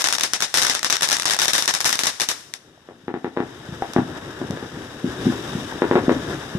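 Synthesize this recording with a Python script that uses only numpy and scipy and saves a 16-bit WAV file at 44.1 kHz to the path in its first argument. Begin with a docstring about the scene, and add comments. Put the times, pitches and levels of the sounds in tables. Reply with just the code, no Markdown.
"""A garden at night: a ground fountain firework burns on a board a few metres from a hand-held stereo microphone.
Crackling stars burst above it in quick volleys, each a tiny shock wave with scatter, then all but stop.
A quieter jet of sparks, made of shaped noise, builds up with a rumble, a rush and a hiss.
The nozzle sputters with dull pops, N-shaped pressure pulses, and a few hollow knocks ring among them.
Fences and walls return short echoes."""
import sys
import numpy as np
from scipy import signal
from scipy.fft import rfft, irfft
from scipy.io import wavfile

SR = 44100
rng = np.random.default_rng(int(sys.argv[2]) if len(sys.argv) > 2 else 0)


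def digitize_waveform(pressure):
    """Quantize a signal to 16-bit integers and store it at the path in sys.argv[1].

    Rows of a 2-D input are taken as channels; values are limited to [-1, 1].
    """
    field = np.atleast_2d(pressure).T
    bounded = np.clip(field, -1, 1)
    quanta = np.round(bounded * 32767).astype(np.int16)
    wavfile.write(sys.argv[1], SR, quanta)


N = 290178
TIME = np.arange(N) / SR


def from_db(db):
    """Decibels to gain."""
    return 10 ** (np.asarray(db) / 20)


def rms_one(x):
    """Scale to unit power."""
    return x / np.sqrt(np.mean(x ** 2) + 1e-20)


def in_time(rows):
    """Interpolate each column after the first over time, which is the first column."""
    time_s, *columns = np.transpose(rows)
    return [np.interp(TIME, time_s, column) for column in columns]


def samples(ms):
    """Milliseconds to samples."""
    return ms * SR / 1000


def add(track, sound, start_s):
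    """Mix a sound into a track at a time; it may have begun before the track does."""
    at = min(int(round(start_s * SR)), N - 1)
    sound = sound[..., max(-at, 0):]
    at = max(at, 0)
    track[..., at:at + sound.shape[-1]] += sound[..., :N - at]


def cut(x, hz, kind, order=2):
    """Butterworth low- or high-pass."""
    sections = signal.butter(order, min(hz, SR / 2 - 1), kind, fs=SR, output="sos")
    return signal.sosfilt(sections, x + 1e-18)


def coloured(x, spectrum, size=4096):
    """Causal (minimum-phase) filter through points of pitch_hz and level_db."""
    pitch_hz, level_db = np.transpose(spectrum)
    grid_hz = np.maximum(np.fft.rfftfreq(size, 1 / SR), 1)
    gain = from_db(np.interp(np.log(grid_hz), np.log(pitch_hz), level_db))
    # folding the cepstrum onto positive times makes the filter minimum-phase
    cepstrum = irfft(np.log(gain))
    cepstrum[1:size // 2] *= 2
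    response = irfft(np.exp(rfft(cepstrum[:size // 2], size)))
    return signal.oaconvolve(x, response[None], axes=1)[:, :N]


def drift(rate_hz):
    """Random wander: straight lines between random knots of spread 1, rate_hz of them a second."""
    knots = rng.standard_normal(N // 20)
    return np.interp(TIME * rate_hz, np.arange(len(knots)), knots)


def stereo_noise(alike):
    """White noise, partly shared by both sides (alike: 0 to 1)."""
    share = np.clip(alike, 0, 1)
    common = np.sqrt(share) * rng.standard_normal(N)
    return common + np.sqrt(1 - share) * rng.standard_normal((2, N))


GARDEN_T60_S = 0.6


def garden(near_db, far_db, near_ms, size=22050):
    """Stereo scatter: a patch of sparse echoes from things close by, then a faint smooth tail."""
    n = np.arange(size)
    begun = 1 - np.exp(-(n / samples(2.2)) ** 2)
    # uneven random levels make the near echoes sparse
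    sparse = rng.standard_normal((2, size)) * from_db(4.5 * rng.standard_normal(size))
    near = sparse * begun * np.exp(-(n / samples(near_ms)) ** 3)
    far = rng.standard_normal((2, size)) * begun * np.exp(-np.log(1000) * n / SR / GARDEN_T60_S)
    far = cut(rms_one(far), 18000, "low", order=1)
    left, right = from_db(near_db) * rms_one(near) + from_db(far_db) * far
    # long waves reach both ports alike
    mid = (left + right) / 2
    side = cut((left - right) / 2, 1060, "high", order=1)
    return np.array([mid + side, mid - side]) / np.sqrt(size)


# course of the jet: time_s, rush_db, hiss_db
JET_COURSE = [(2.619, -61.5, -62.5), (3.1, -60.3, -61.5), (3.28, -58, -58.5), (3.57, -48, -51.5),
              (3.9, -45, -47), (4.15, -41.5, -48.5), (4.7, -44.5, -48), (4.96, -44.5, -48),
              (5.28, -37.5, -40.5), (5.64, -39.5, -41.5), (5.86, -38.5, -46), (6.32, -37, -42),
              (6.58, -42, -46)]
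# noise spectra of its three parts, relative levels: pitch_hz, level_db (per Hz)
RUMBLE_COLOUR = [(20, -28), (45, -13), (75, -1), (140, 2.5), (190, -2), (290, 1.5), (400, 0), (600, -11.5),
                 (1100, -35), (2000, -68.5)]
RUSH_COLOUR = [(250, -11), (500, 3), (800, 1.5), (1200, -0.5), (1720, -1.5), (2150, -12), (3500, -41)]
HISS_COLOUR = [(1500, -6.5), (2800, 3.5), (3850, 2), (4150, -6.5), (4800, -1.5), (5700, -4.5), (8000, -4),
               (11000, -8.5), (14500, -16.5)]
# the rumble follows the rush: its level when the rush curve is at FULL_JET_DB, and dB gained per dB of rush
FULL_JET_DB, RUMBLE_DB, RUMBLE_FOLLOWS = -40, -37, 0.97


def jet():
    """Turbulent gas rumbles in lumps, rushes and hisses; the uneven burn makes it flutter."""
    rush_db, hiss_db = in_time(JET_COURSE)
    rumble_db = RUMBLE_DB + RUMBLE_FOLLOWS * (rush_db - FULL_JET_DB)
    flutter = drift(45)   # shared by rush and hiss
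    rumble_gain = from_db(rumble_db + 4.0 * drift(30))
    rush_gain = from_db(rush_db + 1.0 + 1.85 * flutter)
    hiss_gain = from_db(hiss_db + 1.03 * flutter + 1.37 * drift(400))
    # low sound is nearly the same at both ports, the hiss hardly at all
    rumble = rms_one(coloured(stereo_noise(0.99), RUMBLE_COLOUR)) * rumble_gain
    rush = rms_one(coloured(stereo_noise(0.58), RUSH_COLOUR)) * rush_gain
    hiss = rms_one(coloured(stereo_noise(0.055), HISS_COLOUR)) * hiss_gain
    return rumble + rush + hiss


# hollow knocks, perhaps slag landing on the board: start_s, level_db, pitch_hz, t60_s
SLAG_KNOCKS = [(2.777, -39.5, 680, 0.016), (3.8225, -8.5, 775, 0.022), (5.724, -21, 850, 0.02)]


def knocks():
    """Each knock is a decaying sine at one pitch and scatters a little."""
    direct, t = np.zeros(N), TIME[:SR // 5]
    for start_s, level_db, pitch_hz, t60_s in SLAG_KNOCKS:
        ring = np.sin(2 * np.pi * pitch_hz * t) * np.exp(-np.log(1000) * t / t60_s)
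        add(direct, from_db(level_db) * ring, start_s)
    scatter = garden(near_db=-9, far_db=-16, near_ms=30)
    return direct + signal.oaconvolve(direct[None], scatter, axes=1)[:, :N]


LINGER_HZ, LINGER_WIDTH_HZ = 1780, 270


def linger(x):
    """All-pass: one band rings on a moment, the colour stays."""
    b, a = signal.iirpeak(LINGER_HZ, LINGER_HZ / LINGER_WIDTH_HZ, fs=SR)
    return x - 2 * signal.lfilter(b, a, x)


# gas pops at the nozzle: start_s, level_db (relative), length_ms of the pulse
NOZZLE_POPS = [(2.888, -26.5, 1.6), (2.909, -36, 1.07), (3.036, -36, 4.8), (3.081, -13.5, 2.23),
               (3.1405, -12.5, 2.46), (3.245, -11, 2.22), (3.366, -20, 0.92), (3.372, -8.5, 1.85),
               (3.403, -10, 2.45), (3.688, -21, 5.4), (3.723, -20, 6.3), (3.823, -16, 0.97),
               (3.963, -2, 2.65), (3.982, -13.5, 0.64), (3.985, -6.5, 4), (4.415, -15.5, 2.85),
               (4.502, -13, 4.8), (4.508, -20, 1.5), (4.572, -20, 1.6), (4.627, -19.5, 2.3),
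               (5.042, -8, 3.1), (5.257, -10, 3.33), (5.266, -1, 3.17), (5.323, -17, 1.95),
               (5.551, -11.5, 4.4), (5.723, -21, 1.7), (5.82, -2, 1.89), (5.912, -2.2, 1.88),
               (5.955, -1.5, 2.23), (5.9605, -5.5, 1.5), (5.9686, -7.5, 1.8), (6.0806, -3.5, 2.96),
               (6.094, -2, 1.7), (6.55, -9, 4.9)]
# what the tube and board make of a pop: pitch_hz, level_db
TUBE_AND_BOARD_COLOUR = [(40, 2), (90, -7.5), (150, -2.5), (200, -6), (280, 1.5), (390, 0.5), (540, 0.5),
                         (800, 3.5), (1200, 0.5), (1900, 2), (2500, 1), (4000, 5), (8000, -18)]
# echoes of the pops from fences and walls: delay_ms, level_db
WALL_ECHOES = [(8.4, -9.5), (10.9, -9), (16.2, -23.5), (20.0, -11), (22.2, -9.5), (24.4, -16.5),
               (27.4, -12.5), (31.8, -10.5)]
ECHO_DULL_HZ = 2270   # echoes come back duller
# short pops have a sharp front and a wide range; those longer than about SOFT_FROM_MS are soft, narrow puffs
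SOFT_FROM_MS, SOFTENING_MS = 2.747, 0.22
SHARP_BAND_HZ, SOFT_BAND_HZ = np.array((89, 1650)), np.array((167, 282))


def pops(level_db, rounding):
    """Each pop is an N-shaped pressure pulse, sharp in front and rounded behind; all share the same echoes."""
    direct, n = np.zeros(N), np.arange(SR // 20)
    for start_s, pop_db, length_ms in NOZZLE_POPS:
        sharpness = (1 - np.tanh((length_ms - SOFT_FROM_MS) / SOFTENING_MS)) / 2
        low_hz, bright_hz = sharpness * SHARP_BAND_HZ + (1 - sharpness) * SOFT_BAND_HZ
        phase = n / samples(length_ms)
        pulse = (1 - 2 * phase) * (1 - np.tanh((phase - 1) / rounding))
        pulse = cut(cut(pulse, low_hz, "high"), bright_hz, "low")
        pulse = cut(pulse, 2 * bright_hz ** 2 / 600, "low")   # softens the front of slow puffs further
        add(direct, from_db(pop_db + level_db) * pulse / np.abs(pulse).max(), start_s)
    scatter = garden(near_db=-3, far_db=-7, near_ms=44)
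    out = direct + signal.oaconvolve(direct[None], scatter, axes=1)[:, :N]
    echo = cut(direct, ECHO_DULL_HZ, "low", order=1)
    for delay_ms, echo_db in WALL_ECHOES:
        add(out, from_db(echo_db) * echo, delay_ms / 1000)
    return linger(coloured(out, TUBE_AND_BOARD_COLOUR))


def shock(hand_db, width_ms, size=256):
    """One star's tiny shock wave; on the left it also glances off the hand that holds the microphone."""
    paths, n = np.zeros((2, size)), np.arange(size)
    # the front reaches the left port a few samples late and weaker
    paths[0, rng.integers(4, 8)] = from_db(-4.0)
    paths[1, 0] = from_db(1.5)
    # two glancing reflections, the second twice as late
    lag = int(samples(rng.uniform(.6, 1.2)))
    glance_db = hand_db + np.array([0, -8.0]) + 3.4 * rng.standard_normal(2)
    paths[0, [lag, 2 * lag]] += from_db(glance_db)
    paths += from_db(-14.5) * rng.standard_normal((2, size)) * np.exp(-n / samples(1.73))
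    # each arrival decays over width_ms
    wave = signal.lfilter([1], [1, -np.exp(-1 / samples(width_ms))], paths)
    return rms_one(wave) / np.sqrt(size)


# the big stars: start_s, level_db (strength)
BIG_STARS = [(-0.004, 10.5), (0.0415, 16.5), (0.0863, 10), (0.1257, 13), (0.1839, 3), (0.197, -1),
             (0.2092, 9), (0.2343, 14.5), (0.3345, 13.5), (0.405, 2.5), (0.4136, -1.5), (0.423, 15),
             (0.5416, 17), (0.573, 16.5), (0.5833, 11), (0.6178, 11), (0.6233, 12.5), (0.6325, 6),
             (0.6496, 8), (0.6678, 10.5), (0.6825, 1), (0.6978, 15.5), (0.75, 10.5), (0.8303, 4),
             (0.8459, 14.5), (0.8999, 9.5), (0.9046, 8), (0.9257, 16), (0.9676, 2.5), (1.0095, 0),
             (1.0219, 14), (1.031, 15), (1.0882, 6.5), (1.1099, 7.5), (1.117, 13), (1.1282, 14.5),
             (1.1675, 4.0), (1.198, 5), (1.2551, 16), (1.28, 2), (1.298, 7.5), (1.3083, 15), (1.3351, 9),
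             (1.3655, -2), (1.3896, 12.5), (1.3983, 6), (1.4175, 16.5), (1.4479, 5.5), (1.4815, 14.5),
             (1.5338, 16), (1.5525, 10.5), (1.581, 14.5), (1.6235, 7.5), (1.6777, 18), (1.74, 10),
             (1.7491, 7.5), (1.8045, 7), (1.8444, 5), (1.8543, 19), (1.8929, 8.5), (1.9275, 12.5),
             (1.991, 12.0), (2.0351, 11.5), (2.057, 2), (2.0692, 15), (2.1995, 6.5), (2.2066, 9.5),
             (2.2168, 11.0), (2.2881, 13.5), (2.3149, 1.5), (2.5381, -4), (3.935, -9.5), (4.5083, -15)]
# how thickly small stars pop among them: time_s, bursts_per_s
SMALL_STAR_RATE = [(0, 80), (.27, 45), (.3, 1), (.53, 1), (.56, 80), (.73, 60), (.8, 3), (1.02, 15),
                   (1.3, 70), (2.08, 55), (2.14, 5)]
# spectrum of the bursts: pitch_hz, level_db
BURST_COLOUR = [(25, -17), (60, -14), (140, -6), (300, -4), (480, -1.5), (750, 1.5), (1500, 0), (3000, -2),
                (6000, 0), (10000, -1), (14000, -11.5)]
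# a star's scatter follows its strength; its shock front levels off towards a ceiling
FRONT_DB, FRONT_CEILING_DB, SCATTER_DB = 5, 14, -3.5
# small stars are mostly faint; louder ones get rarer and rarer
SMALL_FAINTEST_DB, SMALL_SPREAD_DB, SMALL_LOUDEST_DB = -8.5, 6, 3


def crackle():
    """Big stars burst in volleys, each with its own scatter; small ones pop at random between them."""
    out = np.zeros((2, N))
    for start_s, level_db in BIG_STARS:
        star_size = from_db(2 * rng.standard_normal())   # bigger stars sound duller
        front = 1 / (1 / from_db(level_db + FRONT_DB) + 1 / from_db(FRONT_CEILING_DB))
        add(out, front * shock(hand_db=-1.5, width_ms=.007 * star_size), start_s)
        scatter = garden(near_db=0.0, far_db=-7.0, near_ms=35)
        scatter = cut(scatter, 10500 / star_size, "low")
        add(out, from_db(level_db + SCATTER_DB) * scatter, start_s)
    bursts_per_s, = in_time(SMALL_STAR_RATE)
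    burning = TIME < SMALL_STAR_RATE[-1][0]
    bursts = burning & (rng.random(N) < bursts_per_s / SR)
    for start_s in TIME[bursts]:
        small_db = min(SMALL_FAINTEST_DB + SMALL_SPREAD_DB * rng.exponential(), SMALL_LOUDEST_DB)
        add(out, from_db(small_db) * shock(hand_db=-1.5, width_ms=0.013), start_s)
    return coloured(out, BURST_COLOUR)


def scene():
    """Stars burst; the sounds of the nozzle reach the right port a moment before the left."""
    nozzle = pops(level_db=-2.0, rounding=0.15) + knocks() + jet()
    nozzle[0] = np.interp(np.arange(N) - 5, np.arange(N), nozzle[0])   # left is 5 samples late
    return crackle() + nozzle


# resonances of a hollow at the left microphone port: pitch_hz, width_hz, level_db
LEFT_PORT_MODES = [(326, 140, -8.5), (1150, 570, -48), (1785, 520, 3.5), (2960, 450, -6), (3714, 425, 7.5),
                   (5486, 1030, 9.5), (12500, 7200, 3)]
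PORT_DULL_HZ = 8050


def left_port(x):
    """The left port is duller on top, and a hollow beside it rings."""
    out = cut(x, PORT_DULL_HZ, "low", order=1)
    for pitch_hz, width_hz, level_db in LEFT_PORT_MODES:
        b, a = signal.iirpeak(pitch_hz, pitch_hz / width_hz, fs=SR)
        out = out + from_db(level_db) * signal.lfilter(b, a, x)
    return cut(out, 5420, "low", order=1)


CUTOFF_HZ = 14900


def record(dry):
    """Two unlike ports; the sharpest peaks overload and round off; the top is cut steeply."""
    ports = np.array([from_db(1.51) * left_port(dry[0]), from_db(0.13) * dry[1]])
    rounded = ports / (1 + (ports / .92) ** 4) ** (1 / 4)
    top_cut = signal.ellip(10, .2, 80, CUTOFF_HZ, fs=SR, output="sos")
    return signal.sosfilt(top_cut, rounded)


dry = scene()
out = record(dry)
digitize_waveform(out)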